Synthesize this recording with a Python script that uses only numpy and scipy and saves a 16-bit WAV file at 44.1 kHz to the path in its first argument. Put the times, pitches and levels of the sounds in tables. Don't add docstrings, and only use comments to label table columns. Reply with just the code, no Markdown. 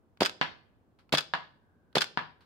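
import sys
import numpy as np
from scipy import signal
from scipy.fft import rfft, irfft, next_fast_len
from scipy.io import wavfile

SR = 44100
rng = np.random.default_rng(int(sys.argv[2]) if len(sys.argv) > 2 else 0)


def pcm_store(signal):
    levels = np.round(np.clip(np.atleast_2d(signal), -1, 1) * 32767)
    wavfile.write(sys.argv[1], SR, levels.astype(np.int16).T)


N = 108045
SIZE = 32768
T, HZ = np.arange(SIZE) / SR, np.fft.rfftfreq(SIZE, 1 / SR)

# hammer t/s, hammer level/dB, gas level/dB, muzzle pop t/s, pop level/dB
SHOTS = [(0.2087, 10, 8.5, .2198, 21), (1.1269, 9, 10.5, 1.1388, 20), (1.9556, 10, 9.5, 1.9693, 18.5)]
# f/Hz, level/dB
HAMMER_COLOUR = [(30, -31), (80, -10.5), (170, 0.5), (440, 8), (1100, -8.5), (1500, 1.5), (2000, -9.5),
                 (3300, -4), (4900, -2), (5800, -21), (9000, -23), (15000, -27.5)]
# f/Hz, level/dB
GAS_COLOUR = [(40, -27.5), (160, 4), (500, 4), (1500, 0), (2100, 0), (4800, -1), (6000, -12.5),
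              (15000, -28.5)]
# f/Hz, level/dB
POP_COLOUR = [(30, -38), (70, -20.5), (140, -4), (380, -0.5), (750, -2), (1200, -10), (1800, -30.5),
              (8000, -52.5)]
# t/s, level/dB, rattle t60/s, ring offset/dB, favoured ring f/Hz, left minus right/dB
SLIDE_CONTACTS = [(0.2311, 2, .035, 0, 4900, 0.5), (0.2495, -0.5, 0.043, -7.5, 3400, -4),
                  (.2530, -1, 0.011, 2.5, 4900, 5), (0.2597, 6.5, 0.048, -6.5, 3460, 1.5),
                  (0.2955, -7.5, 0.014, -15, 4470, -2), (1.1497, 5.5, 0.039, -3.5, 3400, -1.5),
                  (1.1727, 1.5, .08, -4, 4900, 6.5), (1.182, 5.5, 0.027, -2, 3400, 1.5),
                  (1.1858, 2.5, .05, 0, 2685, 1), (1.2070, -7, 0.02, -7.5, 4900, 7.5),
                  (1.9819, 1, 0.039, 7.5, 3670, -2.5), (2.0077, -2.5, .05, -4, 4900, 15),
                  (2.0107, -2.5, 0.011, 1.5, 4900, 3.5), (2.018, 7, 0.055, -11.5, 3400, -1),
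                  (2.0419, -7, 0.017, -5.5, 4500, 6.5)]
# f/Hz, level/dB
CLACK_COLOUR = [(40, -25.5), (200, -17.5), (450, -6), (1000, -2), (1550, 7.5), (1950, 0), (3200, 2.5),
                (5000, 0), (5800, -7), (9000, -15.5), (11000, -21), (16000, -25.5)]
# f/Hz, level/dB, t60/s
METAL_MODES = [(1570, 1, .03), (2630, -10, 0.06), (3428, 0, 0.022), (4340, -12.5, 0.026),
               (4900, -1.5, 0.024), (7270, -13.5, 0.022), (8860, -9.5, .02)]
# t/s, level/dB, rattle t60/s
TRIGGER_TICKS = [(.1728, -30.5, 0.019), (.9887, -27, 0.16), (1.0930, -30, .02), (1.9282, -33.5, .025),
                 (2.4078, -25.5, 0.29)]
# f/Hz, level/dB
TRIGGER_COLOUR = [(100, -24), (800, -0.5), (1300, 6), (2000, -1.5), (4700, -4), (6000, -18), (15000, -27)]
# t/s, level/dB, treble tilt/(dB per octave), knock f/Hz
PELLET_HITS = [(.4133, 14, -1, 1510), (0.4273, 3.5, -1.5, 812), (1.3372, 13, -3.5, 1650),
               (1.3500, 3, -3, 1150), (2.1739, 13, -5.5, 1000), (2.1915, 3, -4.5, 950)]
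# f/Hz, level/dB
TARGET_COLOUR = [(30, -34.5), (80, -18), (170, -1.5), (350, -12.5), (600, -10.5), (1000, -0.5),
                 (1700, -1.5), (2000, -2.5), (2900, -3), (4900, -13), (6000, -28), (10000, -45.5),
                 (16000, -52)]
# f/Hz, left minus right/dB
TARGET_BALANCE = [(400, -2.5), (2300, -0.5), (4400, 12), (8000, 13), (15000, 5)]
# f/Hz, level/dB, t60/s
TARGET_MODES = [(806, -7.5, 0.034), (985, -1, .03), (1150, -4.5, 0.029), (1465, -1.5, .022),
                (1700, 0.5, 0.03), (2790, -5, 0.036)]
# f/Hz, t60/s
GARDEN_T60 = [(60, 0.7), (160, 0.23), (400, 0.33), (1400, 0.25), (3000, 0.29), (5000, 0.34), (7500, 0.28),
              (15000, 0.18)]
# f/Hz, left-right correlation
STEREO_LIKENESS = [(30, 0.41), (80, 0.13), (160, 0.72), (400, .8), (750, 0.31), (1500, .1), (4000, 0)]
# f/Hz, level/dB
RUMBLE_COLOUR = [(25, -26), (50, -9), (95, -2.5), (140, -9.5), (250, -8.5), (500, -16.5), (1000, -22),
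                 (1500, -29.5), (2000, -36), (3500, -42), (6000, -47.5), (16000, -49.5)]
# t/s, level/dB
WHIRR_SWELL = [(1.4, -100), (1.65, -79.5), (1.899, -79.5), (2.3, -104)]

GAS_LEAD_S, GAS_RISE_S, GAS_HOLD_S, GAS_T60_S = .0045, .0013, .023, .065
RECOIL_S, RECOIL_DB, RECOIL_HZ_PER_DB = .0019, -3.5, 71
METAL_RING_DB, FOCUS_DB_PER_OCTAVE = -6.5, 15.5
TARGET_RING_DB, KNOCK_DB, KNOCK_OCTAVES = -15.5, 2, .15
TILT_FROM_HZ, TILT_TO_HZ = 1110, 5060
CLATTER_DB, CLATTER_T60_S, CLATTER_LOW_HZ = -4.5, .081, 500
GUN_WET_DB, TARGET_WET_DB, ECHO_RISE_S = -16, -7.5, .004
FAR_DB, FAR_T60_RATIO, FAR_TOP_HZ = -22.5, 2.8, 3300
BOOM_DB, BOOM_HZ, BOOM_T60_S = -26.5, 155, .4


def discharge():
    out = np.zeros((2, N))
    flow = (1 - np.exp(-T / GAS_RISE_S)) * fade(np.maximum(T - GAS_HOLD_S, 0), GAS_T60_S)
    for s, hammer_db, gas_db, pop_s, pop_db in SHOTS:
        hammer = coloured(blow(t60=.009, scatter_db=2.5), along(HAMMER_COLOUR, HZ))
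        gas = coloured(unit(diffuse() * flow), along(GAS_COLOUR, HZ))
        pop = amp(pop_db) * coloured(blow(t60=.05, scatter_db=-13.5), along(POP_COLOUR, HZ))
        thud = -coloured(pop, np.maximum(-HZ / RECOIL_HZ_PER_DB, -60))
        add(out, s - GAS_LEAD_S, amp(gas_db) * gas)
        add(out, s, amp(hammer_db) * hammer)
        add(out, s + RECOIL_S, amp(RECOIL_DB) * thud)
        add(out, pop_s, pop)
    return out


def slide():
    out = np.zeros((2, N))
    for s, db, t60, ring_db, ring_hz, side_db in SLIDE_CONTACTS:
        clack = coloured(blow(t60, scatter_db=9.5), along(CLACK_COLOUR, HZ))
        modes = [(hz, level - FOCUS_DB_PER_OCTAVE * abs(np.log2(hz / ring_hz)), life)
                 for hz, level, life in METAL_MODES]
        metal = amp(ring_db + METAL_RING_DB) * ring(modes)
        add(out, s, amp(db) * pan(side_db) * (clack + metal))
    return out


def trigger():
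    out = np.zeros((2, N))
    for s, db, t60 in TRIGGER_TICKS:
        add(out, s, amp(db) * coloured(blow(t60, scatter_db=12.5), along(TRIGGER_COLOUR, HZ)))
    return out


def pellets():
    out = np.zeros((2, N))
    octaves = np.log2(np.clip(HZ, TILT_FROM_HZ, TILT_TO_HZ) / TILT_FROM_HZ)
    colour = along(TARGET_COLOUR, HZ) + np.array([[.5], [-.5]]) * along(TARGET_BALANCE, HZ)
    low_cut = signal.butter(2, CLATTER_LOW_HZ, "highpass", fs=SR)
    clatter_envelope = fade(T, CLATTER_T60_S) * (1 - np.exp(-T / ECHO_RISE_S))
    for s, db, tilt_db, knock_hz in PELLET_HITS:
        knock_peak = KNOCK_DB / (1 + (np.log2((HZ + 1) / knock_hz) / KNOCK_OCTAVES) ** 2)
        clatter = signal.lfilter(*low_cut, unit(diffuse() * clatter_envelope))
        crack = coloured(blow(t60=.0079, scatter_db=3) + amp(CLATTER_DB) * clatter, colour)
        hit = coloured(crack + amp(TARGET_RING_DB) * ring(TARGET_MODES), knock_peak + tilt_db * octaves)
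        add(out, s, garden(amp(db) * hit, TARGET_WET_DB))
    return out


def garden(dry, wet_db):
    hz, t, spectrum = signal.stft(diffuse(), SR, nperseg=256)
    t60 = along(GARDEN_T60, hz)[:, None]
    far = amp(FAR_DB) * fade(t, FAR_T60_RATIO * t60) / (1 + (hz[:, None] / FAR_TOP_HZ) ** 4)
    echoes = signal.istft(spectrum * (fade(t, t60) + far), SR, nperseg=256)[1][:, :SIZE]
    boom = unit(np.sin(2 * np.pi * BOOM_HZ * T) * fade(T, BOOM_T60_S))
    tail = unit(echoes * (1 - np.exp(-T / ECHO_RISE_S))) + amp(BOOM_DB) * boom
    return dry + amp(wet_db) * signal.fftconvolve(dry, tail, axes=1)[:, :dry.shape[1]]


def ambience(rumble_db=-67, whirr_hz=1558, half_width_hz=79):
    hz = np.fft.rfftfreq(N, 1 / SR)
    whirr = steady_noise(1 / (1 + ((hz - whirr_hz) / half_width_hz) ** 2))
    swell = amp(np.interp(np.arange(N) / SR, *np.transpose(WHIRR_SWELL)))
    rumble = steady_noise(amp(along(RUMBLE_COLOUR, hz)))
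    return amp(rumble_db) * rumble + swell * whirr


def blow(t60, scatter_db):
    return unit((T == 0) + amp(scatter_db) * unit(diffuse() * fade(T, t60)))


def ring(modes, spread_db=4.5, detune=.022, rise_s=.0007, apart_hz=10000):
    hz, db, t60 = np.transpose(modes)[:, :, None, None]
    t, shape = T[:SIZE // 8], (len(modes), 2, 1)
    pitch = hz * (1 + detune * rng.standard_normal((len(modes), 1, 1)))
    offset = rng.random(shape) * np.minimum(hz / apart_hz, 1)
    gain = amp(db + spread_db * rng.standard_normal(shape))
    partials = gain * np.sin(2 * np.pi * (pitch * t + offset)) * fade(t, t60)
    sound = unit(partials.sum(0) * (1 - np.exp(-t / rise_s)))
    return np.pad(sound, ((0, 0), (0, SIZE - len(t))))


def diffuse(size=SIZE):
    likeness = along(STEREO_LIKENESS, np.fft.rfftfreq(size, 1 / SR))
    turn = np.arccos(np.clip(likeness, -1, 1)) / 2
    mid, side = irfft(rfft(rng.standard_normal((2, size))) * [np.cos(turn), np.sin(turn)], size)
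    return np.array([mid + side, mid - side])


def steady_noise(gain):
    return np.sqrt(N) * unit(irfft(rfft(diffuse(N)) * gain, N))


def coloured(x, db):
    cepstrum = irfft(np.log(amp(db)))
    cepstrum[..., 1:SIZE // 2] *= 2
    cepstrum[..., SIZE // 2 + 1:] = 0
    return irfft(rfft(x) * np.exp(rfft(cepstrum)))


def amp(db):
    return 10 ** (np.asarray(db) / 20)


def along(points, hz):
    f, v = np.transpose(points)
    return np.interp(np.log(hz + 1), np.log(f + 1), v)


def unit(x):
    return x / np.sqrt(np.mean(np.sum(x ** 2, axis=-1)) + 1e-20)


def fade(t, t60):
    return amp(-60 * t / np.maximum(t60, 1e-3))


def pan(db):
    return amp(np.array([[.5], [-.5]]) * db)


def add(track, s, sound):
    part = track[:, round(s * SR):][:, :sound.shape[-1]]
    part += sound[..., :part.shape[1]]


def scene():
    return garden(discharge() + slide() + trigger(), GUN_WET_DB) + pellets() + ambience()


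def record(dry, top_hz=15800, edge_hz=500):
    size = next_fast_len(N + SIZE)
    gain = np.clip((top_hz - np.fft.rfftfreq(size, 1 / SR)) / edge_hz + 1, 0, 1) ** 2
    return irfft(rfft(dry, size) * gain, size)[:, :N]


dry = scene()
out = record(dry)
pcm_store(out)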